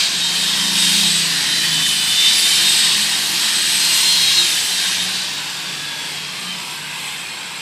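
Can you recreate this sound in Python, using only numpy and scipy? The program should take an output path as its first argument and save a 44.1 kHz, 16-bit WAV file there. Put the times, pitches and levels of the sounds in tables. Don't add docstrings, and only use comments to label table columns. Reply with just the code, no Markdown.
import sys
import numpy as np
from scipy import signal
from scipy.fft import rfft, irfft, next_fast_len
from scipy.io import wavfile
from scipy.ndimage import uniform_filter1d, map_coordinates

SR = 44100
rng = np.random.default_rng(int(sys.argv[2]) if len(sys.argv) > 2 else 0)


def output_pcm(signal):
    pcm = np.clip(np.atleast_2d(signal).T, -1, 1) * 32767
    wavfile.write(sys.argv[1], SR, np.round(pcm).astype(np.int16))


N = 335601


def amp(db):
    return 10 ** (np.asarray(db) / 20)


def unit(x):
    return x / np.sqrt(np.mean(x ** 2, axis=-1, keepdims=True) + 1e-20)


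def along(points, hz):
    f, v = np.transpose(points)
    return np.interp(np.log(hz + 1), np.log(f + 1), v)


def curves(rows):
    s, *cols = np.transpose(rows)
    return [np.interp(np.arange(N) / SR, s, c) for c in cols]


def wobble(rate):
    t = np.arange(0, N + 32, 32) / SR
    knots = rng.standard_normal(int(N * rate / SR) + 4)
    smooth = map_coordinates(knots, [t * rate])
    return np.interp(np.arange(N) / SR, t, smooth)


def filtered(x, response):
    m = next_fast_len(N + 8192)
    return irfft(rfft(x, m) * response(np.fft.rfftfreq(m, 1 / SR)), m)[..., :N]


def modes(table, hz):
    return np.sqrt(sum(amp(2 * db) / (1 + (2 * (hz - c) / w) ** 2) ** 2 for c, w, db in table))


def noise(gain, patchy_db):
    z = signal.stft(rng.standard_normal(N + 1024), nperseg=1024)[2]
    field = uniform_filter1d(rng.standard_normal(z.shape), size=2, axis=0)
    field = uniform_filter1d(field, size=14, axis=1)
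    patched = signal.istft(z * amp(patchy_db * field / field.std()), nperseg=1024)[1][:N]
    return unit(filtered(patched, gain))


# time in seconds, level in dB.
STREET = [(0, -40.5), (2.9, -41.5), (6.1, -42.5), (7.61, -46)]
# frequency in Hz, density in dB per Hz before levelling.
RUMBLE = [(13, -70), (22, -40), (32, -52), (53, -19), (92, -10.5), (118, -10.5), (174, 0.5), (210, -5),
          (404, -7), (447, -11.5), (700, -11), (910, -28), (1540, -120)]


def street():
    level_db, = curves(STREET)
    return amp(level_db) * noise(lambda f: amp(along(RUMBLE, f)), patchy_db=1.5)


def swells(rows, unit_hz):
    swell_db = 11.5
    t, total = np.arange(N) / SR, np.zeros(N)
    for multiple, s, rise, fall, db in rows:
        away = np.where(t < s, (s - t) / rise, (t - s) / fall)
        hz = multiple * unit_hz * (1 + .008 * wobble(5))
        level = amp(db - swell_db * away ** 2 + 2 * wobble(9))
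        total += np.sqrt(2) * level * np.sin(2 * np.pi * np.cumsum(hz) / SR)
    return total


# time in seconds, firing rate in Hz.
SLOWING = [(0, 29.2), (1.0, 29.1), (1.3, 28), (1.8, 26.7), (2.1, 26.6), (3.1, 27.9)]
# order (multiple of firing rate), peak time, rise and fall in seconds,
# peak level in dB.
SLOWING_ORDERS = [(5, 1.1, 1.2, 2.6, -50), (6, 0.34, 0.21, 0.92, -40), (6, 1.08, 0.31, 0.61, -34),
                  (6, 1.7, 0.35, 0.59, -38), (6, 2.8, 1, 0.65, -45), (7, 0.91, 0.57, 0.38, -34.5),
                  (7, 1.6, 0.4, 0.23, -45.5), (8, 1.83, 0.55, 0.67, -44)]
# time in seconds, firing rate in Hz.
SPEEDING = [(0, 38.4), (1.1, 39), (2, 40.6), (3.3, 41.5), (4.3, 43.2)]
# order (multiple of firing rate), peak time, rise and fall in seconds, peak level in dB.
SPEEDING_ORDERS = [(2, 1.8, 3, 2, -54), (7, 0.57, .3, 0.96, -44), (7, 1.76, 1.1, 0.28, -45),
                   (7, 3.23, 0.17, .9, -45.5)]
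# pitch in Hz, peak time, rise and fall in seconds, peak level in dB.
HUMS = [(202, 2.6, 0.52, 0.8, -46), (208.5, 3.2, 1, 0.8, -43), (175, 4.15, .6, 0.67, -44),
        (106, 4.33, 0.19, .3, -49.5), (108.4, 5.04, .15, 0.12, -47), (184, 5.03, .3, .25, -42.5),
        (147, 5.45, 0.35, 0.65, -47.5), (183, 5.55, 0.16, 0.087, -47), (1670, 5.87, 0.45, 0.24, -40),
        (181, 6.5, 0.21, 0.13, -41.5), (149, 6.2, 0.2, 0.17, -42.5), (184, 6.4, .4, 0.22, -51),
        (149, 6.75, .25, .5, -47.5), (180, 6.95, .2, 0.14, -49), (148, 7.55, 0.58, .3, -51.5),
        (177, 7.55, 0.25, .3, -49)]


def drone():
    slowing = swells(SLOWING_ORDERS, *curves(SLOWING))
    speeding = swells(SPEEDING_ORDERS, *curves(SPEEDING))
    return slowing + speeding + swells(HUMS, 1)


def tick():
    start_s, level_db, modes_hz = 7.26, -20, (2430, 2720)
    out, t = np.zeros(N + SR), np.arange(SR // 10) / SR
    tones = sum(np.sin(2 * np.pi * hz * t) for hz in modes_hz)
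    decay = amp(level_db - 60 * t / .022)
    attack = 1 - np.exp(-t / .0006)
    out[round(start_s * SR):][:len(t)] = tones * decay * attack
    return out[:N]


# time in seconds, shaft speed in Hz.
SHAFT = [(0, 343.8), (.15, 343.5), (.36, 339.1), (.68, 337.4), (1.2, 346.4), (1.33, 345), (1.8, 325.2),
         (2.02, 321.8), (2.52, 331.4), (2.95, 342.6), (3.12, 341), (3.72, 347.2), (4.2, 349.6),
         (4.37, 349.6), (4.52, 332.8), (4.68, 337.9), (5.0, 340.8), (5.28, 320.4), (5.7, 295.2),
         (6.48, 258.9), (6.96, 238.3), (7.61, 213.5)]
GEAR_RATIO = 4


def shaft_speed():
    shaft_hz, = curves(SHAFT)
    return shaft_hz, 2 * np.pi * np.cumsum(shaft_hz) / SR


# time in seconds, centre in Hz, level in dB.
HOLLOW = [(0, 1600, -47), (.45, 1600, -36), (.55, 1950, -33), (.95, 1623, -44), (1.3, 1820, -31),
          (1.7, 1900, -29.5), (2.05, 1800, -41), (2.4, 2330, -31), (2.5, 1654, -34), (3.2, 2000, -34.5),
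          (3.6, 1710, -33.5), (4.4, 1720, -43), (4.85, 1850, -32.5), (5.85, 1702, -69), (6.4, 2000, -115),
          (6.8, 2599, -38), (7.61, 2573, -45)]


def hollow():
    hz, db = curves(HOLLOW)
    carrier = 2 * np.pi * np.cumsum(hz) / SR
    spindle = shaft_speed()[1] / GEAR_RATIO
    rattle = unit(amp(3 * np.sin(spindle) + 2.5 * wobble(45)))
    a, b = unit(filtered(rng.standard_normal((2, N)), lambda f: modes([(0, 360, 0)], f)))
    return amp(db) * rattle * (a * np.sin(carrier) + b * np.cos(carrier))


# centre in Hz, width in Hz, gain in dB.
EDGES = [(10420, 88, 2), (10430, 94, 2.3), (11450, 220, 4), (11640, 110, 4.9), (13500, 150, 4),
         (14100, 200, 5), (15430, 90, 6.9)]


def housing(hz):
    return np.hypot(1, modes(EDGES, hz))


def slowness(shaft_hz):
    return np.clip((330 - shaft_hz) / 100, 0, 1)


# time in seconds, body level in dB,
# upper housing ring in dB re that level, treble in dB re that level.
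HISS = [(0, -17, -14, -12), (.1, -20.5, -12.5, -12), (.7, -19.5, -14, -8), (.8, -15.5, -9, -9.5),
        (1.0, -15.5, -13.5, -8), (1.18, -17.5, -4, -9.5), (1.31, -19.5, -15, -10), (2.1, -19.5, -8, -9),
        (2.27, -16.5, -11, -9), (2.45, -16, -11.5, -7), (2.65, -16, -10, -9), (2.9, -17, -8.5, -9),
        (3.24, -20, -11.5, -7), (3.75, -17.5, -6, -7.5), (3.95, -16, -9, -8.5), (4.36, -17, -19, -9),
        (4.43, -17.5, -14, -8.5), (4.72, -20.5, -11, -8), (4.9, -19.5, -13.5, -10.5),
        (5.45, -27, -17, -10.5), (6.3, -28.5, -16, -9.5), (7.05, -30, -11.5, -8), (7.61, -30.5, -16, -10.5)]
# frequency in Hz, density in dB per Hz before levelling.
LOW_MIDS = [(260, -67), (450, -9), (520, -20.5), (635, -12.5), (924, -2), (1320, -7), (1600, -1.5),
            (2140, -9.5), (2800, -4.5), (3640, -14), (6160, -120)]
BODY = [(1060, -30.5), (1800, -3.5), (2120, -4), (3040, 3.5), (3850, 3.5), (4590, 4), (5200, 1),
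        (6970, -6.5), (8000, -10), (10400, -34), (17600, -120)]
BODY_SLOW = [(1060, -54), (1750, -24), (2040, -1), (2270, -2), (2560, 3), (3000, -5.5), (3100, 0.5),
             (5140, -4.5), (6510, -14), (7240, -21), (8000, -14), (10400, -44), (17600, -120)]
TREBLE = [(4120, -28), (7000, -2), (8180, -4.5), (8720, 1.5), (10100, -5), (11500, -7.5), (12900, -13.5),
          (13800, -16), (15500, -18)]
# centre in Hz, width in Hz, relative gain in dB.
RING = [(7636, 160, 2), (8030, 90, 0), (8230, 110, -2.5)]


def hiss(turns, slow):
    level_db, ring_db, treble_db = curves(HISS)
    body = np.sqrt(1 - slow) * noise(lambda f: amp(along(BODY, f)), patchy_db=2.0)
    body = body + np.sqrt(slow) * noise(lambda f: amp(along(BODY_SLOW, f)), patchy_db=3.0)

    low_ring_db = -17.5 + 4.5 * slow
    ring = amp(ring_db) * noise(lambda f: modes(RING[1:], f), patchy_db=2.2)
    ring = ring + amp(low_ring_db) * noise(lambda f: modes(RING[:1], f), patchy_db=3)

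    treble = noise(lambda f: amp(along(TREBLE, f)) * housing(f), patchy_db=2.2)
    treble = amp(treble_db) * amp(.8 * wobble(8)) * treble

    low_db = -32 + 0.22 * (level_db - level_db.mean())
    low = amp(low_db) * noise(lambda f: amp(along(LOW_MIDS, f)), patchy_db=2.5)

    beat = 1 + .07 * np.sin(turns) + .07 * np.sin(1.717 * turns) + .04 * np.sin(turns / GEAR_RATIO)
    shake = amp(0.27 * wobble(7))
    return beat * shake * (amp(level_db) * (body + ring + treble) + low)


def whine(turns, order, db, flutter_db):
    play, drift_db = .022, 1.5
    phase = order * turns + rng.uniform(0, 2 * np.pi) + play * order * wobble(35)
    level = amp(db + flutter_db * wobble(26) + drift_db * wobble(9))
    return np.sqrt(2) * level * np.sin(phase)


BEARING, MESH, SLOTS = 9.29, 11, 12
SWITCH_OFF = 5.07
# time in seconds, bearing, gear mesh, armature slots and third mesh harmonic,
# each in dB.
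DRIVEN = [(0, -37, -32, -27, -48), (.25, -32, -25, -35, -44), (.42, -30, -27, -25, -47),
          (.6, -30.5, -31, -43, -48), (.72, -29, -26.5, -32, -44), (.88, -26, -18, -38, -37),
          (1.07, -24.5, -27, -34, -46), (1.25, -47, -30, -31, -46), (1.5, -30, -35, -29.5, -42),
          (1.68, -28.5, -33, -27, -46), (1.8, -23, -27, -33, -39), (2.05, -28, -27.5, -37, -35),
          (2.28, -22, -17.5, -25, -34.5), (2.42, -27, -27, -36, -31), (2.6, -24, -20.5, -24, -35),
          (2.85, -43, -23.5, -35, -48), (3.3, -31, -36, -32, -46), (3.65, -32.5, -29.5, -30, -50),
          (3.8, -32, -34, -29, -42), (4.0, -31, -34, -20.5, -37), (4.3, -23, -23, -22.5, -55),
          (4.4, -29, -18, -22, -52), (4.49, -32, -25, -30, -43), (4.57, -34, -36, -36, -33),
          (4.8, -31, -32, -28, -42), (4.9, -35, -33, -35, -44), (5.02, -31, -27.5, -43, -39)]
# shaft order, level in dB re hiss.
LOADED = [(7.08, -26.5), (8.29, -27.5), (10, -35), (13, -30), (22, -36), (22.25, -40), (23, -48),
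          (23.46, -29), (32, -42), (32.75, -43), (42, -50), (45, -41), (47, -30)]
# shaft order, level in dB re hiss.
FREE = [(1, -32.5), (24, -29.5), (48, -29)]
# centre in Hz, width in Hz, gain in dB re hiss.
PASSED = [(4000, 120, -7), (3800, 200, -8), (3440, 450, -7.5), (3220, 50, -9), (3100, 100, -3.5),
          (2915, 55, -9)]


def whines(shaft_hz, turns, slow):
    t = np.arange(N) / SR
    bearing_db, mesh_db, slots_db, third_db = curves(DRIVEN)
    level_db = curves(HISS)[0]

    gears = whine(turns, BEARING, bearing_db, 2.15)
    gears = gears + whine(turns, MESH, mesh_db, 2.94)
    gears = gears + whine(turns, 3 * MESH, third_db, 4)
    fourth = whine(turns, 4 * MESH, third_db - 14, 4.5)
    weaker = sum(whine(turns, order, level_db + db, 1.2) for order, db in LOADED)
    gears = gears + filtered(fourth + weaker, housing)
    load = np.clip((SWITCH_OFF - t) / .04, .03, 1)

    coasting = amp(level_db) * modes(PASSED, SLOTS * shaft_hz)
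    slots = np.where(t < SWITCH_OFF, amp(slots_db), coasting)
    rotor = slots * whine(turns, SLOTS, 0, 2.5)
    chatter_db = level_db - 15 + 6 * np.sin(turns / GEAR_RATIO)
    rotor = rotor + slow ** 2 * whine(turns, MESH, chatter_db, 3)
    rotor = rotor + sum(whine(turns, order, level_db + db, 3.6) for order, db in FREE)
    return load * gears + rotor


def polisher():
    shaft_hz, turns = shaft_speed()
    slow = slowness(shaft_hz)
    return whines(shaft_hz, turns, slow) + hiss(turns, slow)


# frequency in Hz, share added left and taken right (no unit).
LEAN = [(1200, 0.0038), (1650, 0.093), (2400, -0.021), (3400, 0), (8600, 0), (9600, -0.17), (10600, 0)]
# frequency in Hz, gain in dB.
APART = [(1100, -70.5), (1600, -16.5), (2300, -16.5), (3200, -30.5), (5000, -66), (8500, -48.5), (9500, -7),
         (10600, -45)]


def scene():
    mid = street() + drone() + tick() + hollow() + polisher()
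    t = np.arange(SR // 4) / SR
    scatter = rng.standard_normal(len(t)) * amp(-60 * t / .25)
    scattered = signal.fftconvolve(mid, scatter / np.linalg.norm(scatter))[:N]
    side = filtered(mid, lambda f: along(LEAN, f))
    side = side + filtered(scattered, lambda f: amp(along(APART, f)))
    return np.array([mid + side, mid - side])


def record(dry):
    top_hz = 15590
    rounded = dry / (1 + np.abs(dry / .95) ** 8) ** (1 / 8)
    return filtered(rounded, lambda hz: np.clip((top_hz - hz) / 130, 0, 1) ** 3)


dry = scene()
out = record(dry)
output_pcm(out)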